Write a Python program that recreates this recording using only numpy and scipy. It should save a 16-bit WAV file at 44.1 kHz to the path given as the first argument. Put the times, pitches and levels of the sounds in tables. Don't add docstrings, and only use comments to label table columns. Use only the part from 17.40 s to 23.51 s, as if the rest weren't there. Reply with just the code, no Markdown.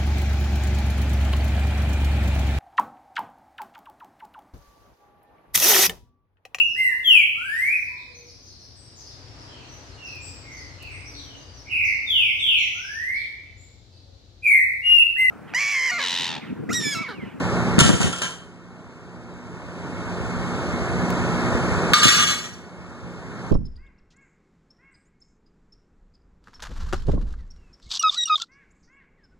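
import sys
import numpy as np
from scipy import signal
from scipy.fft import rfft, irfft, next_fast_len
from scipy.io import wavfile
from scipy.ndimage import uniform_filter1d, map_coordinates

SR = 44100
rng = np.random.default_rng(int(sys.argv[2]) if len(sys.argv) > 2 else 0)


def put_to_file(sound):
    columns = np.atleast_2d(sound).T
    safe = np.clip(columns, -1, 1)
    whole_steps = np.round(safe * 32767)
    wavfile.write(sys.argv[1], SR, whole_steps.astype(np.int16))


N = 269451


def amp(db):
    return 10 ** (np.asarray(db) / 20)


def unit(x):
    return x / np.sqrt(np.mean(np.abs(x) ** 2) + 1e-20)


def along(points, hz):
    f, v = np.transpose(points)
    return np.interp(np.log(hz + 1), np.log(f + 1), v)


def wobble(rate):
    knots = rng.standard_normal(int(N * rate / SR) + 4)
    return map_coordinates(knots, [np.arange(N) * rate / SR])


def filtered(x, response):
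    m = next_fast_len(N + SR)
    return irfft(rfft(x, m) * response(np.fft.rfftfreq(m, 1 / SR)), m)[..., :N]


def causal(points, hz):
    cepstrum = irfft(np.log(amp(along(points, hz)) + 1e-6))
    cepstrum[1:len(cepstrum) // 2] *= 2
    cepstrum[len(cepstrum) // 2 + 1:] = 0
    return unit(np.exp(rfft(cepstrum, 2 * len(hz) - 1)))


def lagging(db, speed):
    ramp = speed * np.arange(N) / SR
    return np.maximum.accumulate(db + ramp) - ramp


def air():
    # f/Hz, relative level/dB per Hz
    rush_spectrum = [(32, -30), (58, 3.5), (100, 1), (150, -2), (250, -3.5), (400, -4), (700, -8.5),
                     (1200, -8.5), (1800, -12), (2300, -18), (3000, -24.5), (5000, -27), (8000, -30.5),
                     (11000, -46), (15000, -59)]
    # f/Hz, level/dB, dip/dB where the wobble is 1
    hum = [(87, -38, 4), (119, -36, 4), (177.5, -26, 3), (239.5, -29.5, 4), (360.5, -37, 3)]
    z = signal.stft(rng.standard_normal(N), nperseg=512)[2]
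    field = uniform_filter1d(rng.standard_normal(z.shape), size=5, axis=0)
    field = uniform_filter1d(field, size=10, axis=1)
    patchy = signal.istft(z * amp(0.6 * unit(field)), nperseg=512)[1][:N]
    swell_db = 1.2 * wobble(2.2)
    shaped = filtered(patchy, lambda hz: amp(along(rush_spectrum, hz)) * (hz > 22))
    out = amp(-23.0 + swell_db) * unit(shaped)
    t = np.arange(N) / SR
    for hz, db, dip_db in hum:
        level = amp(db - dip_db * wobble(7.2) ** 2)
        drift = 2 * np.pi * np.cumsum(1.2 * wobble(12)) / SR
        out += level * np.sin(2 * np.pi * hz * t + drift)
    return out


def gym(x, count=7):
    # f/Hz, t60/s
    decay = [(150, 0.51), (1000, 0.51), (4000, 0.47), (12000, 0.49)]
    hz, t, z = signal.stft(rng.standard_normal((count, SR)), SR, nperseg=256)
    tails = signal.istft(z * amp(-60 * t / along(decay, hz)[:, None]), SR, nperseg=256)[1]
    turn = np.arange(N) // (SR // 20) % count
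    parts = [np.pad(x * (turn == k), (300, 0)) for k in range(count)]
    return signal.fftconvolve(parts, tails / np.linalg.norm(tails[0]), axes=1).sum(axis=0)[:N]


def ports(x):
    # f/Hz, turn/rad
    phase_turn = [(50, -.1), (90, -.5), (170, -1.5), (330, -2), (650, -1.7), (1000, -1), (1400, 0),
                  (2050, 3.3), (2476, 5.5)]
    # f/Hz, share
    apart = [(40, .15), (90, .25), (170, .12), (1400, .15), (2100, .75), (2500, .55), (2750, .05),
             (3300, .4), (12000, .4)]
    # f/Hz, level/dB
    louder = [(40, 1.5), (170, 2), (450, .5), (1000, 0), (12000, 0)]
    late = 16
    smear = rng.standard_normal(SR // 20) * amp(-60 * np.arange(SR // 20) / (SR // 20))

    def right(hz):
        turn = along(phase_turn + [(SR / late, 2 * np.pi)], hz) - 2 * np.pi * hz * late / SR
        scattered = unit(rfft(smear, 2 * len(hz) - 1))
        opposed = np.where(hz > SR / late, np.abs(np.sin(np.pi * hz * late / SR)), 1)
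        share = along(apart, hz) * opposed
        copy = -np.sqrt(1 - share ** 2) * np.exp(1j * turn)
        return amp(along(louder, hz)) * (share * scattered + copy)
    return np.array([x, filtered(x, right)])


def ticks():
    # t/s, level/dB before the band-pass, t60/s
    clicks = [(3.7045, -12, .002), (4.32, -43, .05), (5.727, -38, .04)]
    out, t = np.zeros(N + SR), np.arange(SR // 10) / SR
    for s, db, t60 in clicks:
        out[round(s * SR):][:len(t)] += amp(db - 60 * t / t60) * rng.standard_normal(len(t))
    return signal.lfilter(*signal.butter(1, [877, 5900], "bandpass", fs=SR), out[:N])


def struck(hits, modes, crash, ring_db, scatter_db, detune, lumps_db):
    rise_share = 0.08
    contacts_per_s = 230
    skirt = 1.5
    out, t = np.zeros(N + SR), np.arange(SR // 3) / SR
    f = np.fft.rfftfreq(2 ** 15, 1 / SR)
    centre, level, width = np.transpose(modes)[:, :, None]
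    noisy = causal(crash, f)

    def ring(c, db):
        damping = 1j * f * width * skirt
        return (amp(db) * (damping / (c * c - f * f + damping)) ** 2).sum(axis=0)

    scale = amp(ring_db) / np.sqrt(np.mean(np.abs(ring(centre, level)) ** 2))
    for s, db, t60 in hits:
        chance = rng.standard_normal((2, len(modes), 1))
        knots = rng.standard_normal(len(t))
        lumps = unit(amp(lumps_db * np.interp(t * contacts_per_s, np.arange(len(t)), knots)))
        envelope = amp(db - 60 * t / t60) * (1 - np.exp(-t / (rise_share * t60)))
        force = envelope * lumps * rng.standard_normal((2, len(t)))
        body = scale * ring(centre * (1 + detune * chance[0]), level + scatter_db * chance[1])
        out[round(s * SR):][:2 ** 15] += irfft((rfft(force, 2 ** 15) * [body, noisy]).sum(axis=0))
    return out[:N]


def rack_bar():
    # t/s, level/dB before the mix, chatter t60/s
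    knocks = [(4.5347, 22, 0.0015), (4.538, 12, 0.055), (4.568, 6, .05), (4.629, 19, 0.04),
              (4.64, 16, 0.091), (4.657, 10.5, 0.084), (4.68, 25.5, 0.028), (4.697, 14, 0.023),
              (4.72, 0, 0.098), (4.745, 13.5, 0.034), (4.775, 3, 0.25), (4.8, 3, 0.043), (4.825, 5, 0.044),
              (4.86, 4.5, 0.099), (4.885, 13, 0.031), (4.898, 13.5, 0.057), (4.935, 1, 0.04),
              (4.977, 5, 0.075), (5.038, 3.5, 0.055), (5.085, -2, 0.02), (5.125, -13, 0.054)]
    # f/Hz, relative level/dB, width/Hz
    modes = [(1206, 3, 30), (1238, -6, 20), (1370, -10, 40), (1550, -6, 60), (1624, 1, 34), (1906, 1, 26),
             (2225, -7, 36), (2545, -7, 28), (2885, 0, 28), (2980, -6, 40), (3264, -4, 30), (3400, -4, 45),
             (3600, -4, 40), (4052, 0, 26), (4470, -3, 36), (4910, -10, 34), (5355, -3, 26), (5814, -1, 26),
             (6295, -3, 30), (6788, -4, 30), (7293, -2, 34), (7795, -6, 24), (8312, -13, 40),
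             (8549, -11, 40), (8850, -15, 40), (9410, -16, 40), (9948, -18, 40), (10874, -11, 40),
             (11240, -23, 40)]
    # f/Hz, relative level/dB per Hz
    crash = [(400, -31), (800, -21.5), (1200, -5), (2000, 0), (3000, 1.5), (4500, -8), (7000, -3.5),
             (9500, -16.5), (12000, -15.5), (12900, -24), (13500, -71), (15000, -75.5)]
    return struck(knocks, modes, crash, ring_db=5, scatter_db=3, detune=.002, lumps_db=4)


def plates():
    # t/s, level/dB before the mix, chatter t60/s
    clanks = [(.3885, 12.5, 0.028), (.397, 12, 0.091), (.405, 16, 0.036), (.43, 5.5, 0.075),
              (.445, -0.5, 0.11), (.462, 2.5, 0.074), (.505, -5.5, 0.14), (.603, -4, 0.05), (.61, -3, .09),
              (.64, -22, .06), (.725, -6.5, 0.046), (.76, -8, 0.031), (.777, -8.5, 0.075), (.8165, 0, 0.05),
              (.822, -2.5, 0.096), (.85, -15, 0.11), (.905, -12, 0.086)]
    # f/Hz, relative level/dB, width/Hz
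    modes = [(1040, -7, 40), (1110, -7, 30), (1350, 3, 38), (1595, 3, 22), (1790, -3, 35), (1915, -3, 40),
             (2620, -6, 45), (2915, -2, 35), (3030, -1, 50), (3086, 3, 28), (3320, -6, 40), (4500, -12, 30),
             (5400, -9.5, 29), (5850, -11, 50), (6780, -8, 70), (7400, -5, 25), (8050, -9, 49)]
    # f/Hz, relative level/dB per Hz
    crash = [(400, -4), (800, -6), (1400, -1), (2200, -5.5), (3100, 0.5), (4500, -8), (7000, -3),
             (9500, -11), (12000, -25), (15000, -40.5)]
    return struck(clanks, modes, crash, ring_db=-4, scatter_db=3.5, detune=.007, lumps_db=4)


def booms():
    # t/s, level/dB
    landings = [(0.4150, 21), (4.655, -3)]
    start_hz, sag_hz_per_s, t60_s, rise_s = 170, 900, 0.05, .001
    out, t = np.zeros(N + SR), np.arange(SR // 2) / SR
    pitch = np.maximum(start_hz - sag_hz_per_s * t, start_hz / 2)
    wave = -np.sin(2 * np.pi * np.cumsum(pitch) / SR)
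    for s, db in landings:
        envelope = amp(db - 60 * t / t60_s) * (1 - np.exp(-t / rise_s))
        out[round(s * SR):][:len(t)] += envelope * wave
    return out[:N]


def thuds():
    # t/s, level/dB, f/Hz, phase lead of the left channel over the right/rad
    blows = [(0.3828, 6.5, 195, 1.6), (0.4139, 12.5, 253, 2.1), (0.4197, 12, 200, 1.9), (.431, 8, 176, 1.8),
             (0.445, 11, 221, 0.88), (0.455, 13, 165, 3.3), (.478, 6, 199.4, 1.3),
             (0.4913, 15.5, 215, 2.56), (.502, 14.5, 306, 2.4), (0.533, 12, 159, 2.85),
             (.602, 5, 196, 2.85), (.641, 3, 190, 3.8), (.671, -2.5, 181, 3.3), (0.695, -10.5, 220, 2.05),
             (4.6546, 8.5, 227, 2.44), (4.77, -15, 152, 1.5), (4.788, -19, 150, 2.3),
             (4.842, -20, 135, 1.1), (4.901, -12.5, 130, 2.3)]
    rebound_s, rebound_db, rebound_pitch = 0.0087, -7, 0.65
    shake_db, shake_t60 = -14, 0.18
    slap_db, slap_t60 = -8, 0.073
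    out, slaps, t = np.zeros((2, N + SR)), np.zeros(N + SR), np.arange(SR // 4) / SR
    mat = signal.butter(2, [70, 400], "bandpass", fs=SR)
    rebounds = [(s + rebound_s, db + rebound_db, hz * rebound_pitch, turn) for s, db, hz, turn in blows]
    for s, db, hz, turn in blows + rebounds:
        u = 2.2 * t * hz
        phase = 2 * np.pi * hz * t + np.array([[.5], [-.5]]) * turn
        push = -np.sin(phase) * np.e * u * np.exp(-u)
        shudder = unit(signal.lfilter(*mat, rng.standard_normal((2, len(t)))))
        shudder = shudder * amp(shake_db - 60 * t / shake_t60)
        out[:, round(s * SR):][:, :len(t)] += amp(db) * (push + shudder)
    for s, db, *_ in blows:
        slap = amp(db + slap_db - 60 * t / slap_t60) * rng.standard_normal(len(t))
        slaps[round(s * SR):][:len(t)] += slap
    slaps = signal.lfilter(*signal.butter(2, [280, 1900], "bandpass", fs=SR), slaps[:N])
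    felt = signal.lfilter(*signal.butter(2, 65, "highpass", fs=SR), out[:, :N])
    return felt + ports(slaps)


def scene():
    metal = amp(2.0) * plates() + amp(-10.0) * rack_bar()
    heard = ports(metal + amp(-0.5) * gym(metal) + air())
    return heard + amp(-11) * gym(metal) + ticks() + thuds() + booms()


def record(dry):
    aim_db, depth_db, rise, fall = -21, 22, 9.3, 35
    ceiling_db, release, grip = -13, 70, 0.89
    top_hz = 15725
    power = np.mean(dry ** 2, axis=0)

    def level(s):
        size = round(s * SR)
        return 10 * np.log10(np.abs(uniform_filter1d(power, size, origin=size // 2 - 1)) + 1e-9)

    cut = np.minimum(lagging(np.maximum(0, level(.05) - aim_db), rise), depth_db)
    slow = lagging(-cut, fall)
    excess = lagging(np.maximum(0, level(.007) - ceiling_db), release)
    fast = -grip * uniform_filter1d(excess, size=200)
    x = dry * amp(np.minimum(slow, fast))
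    x = x / (1 + np.abs(x) ** 8) ** (1 / 8)
    return filtered(x, lambda hz: hz < top_hz)


dry = scene()
out = record(dry)
put_to_file(out)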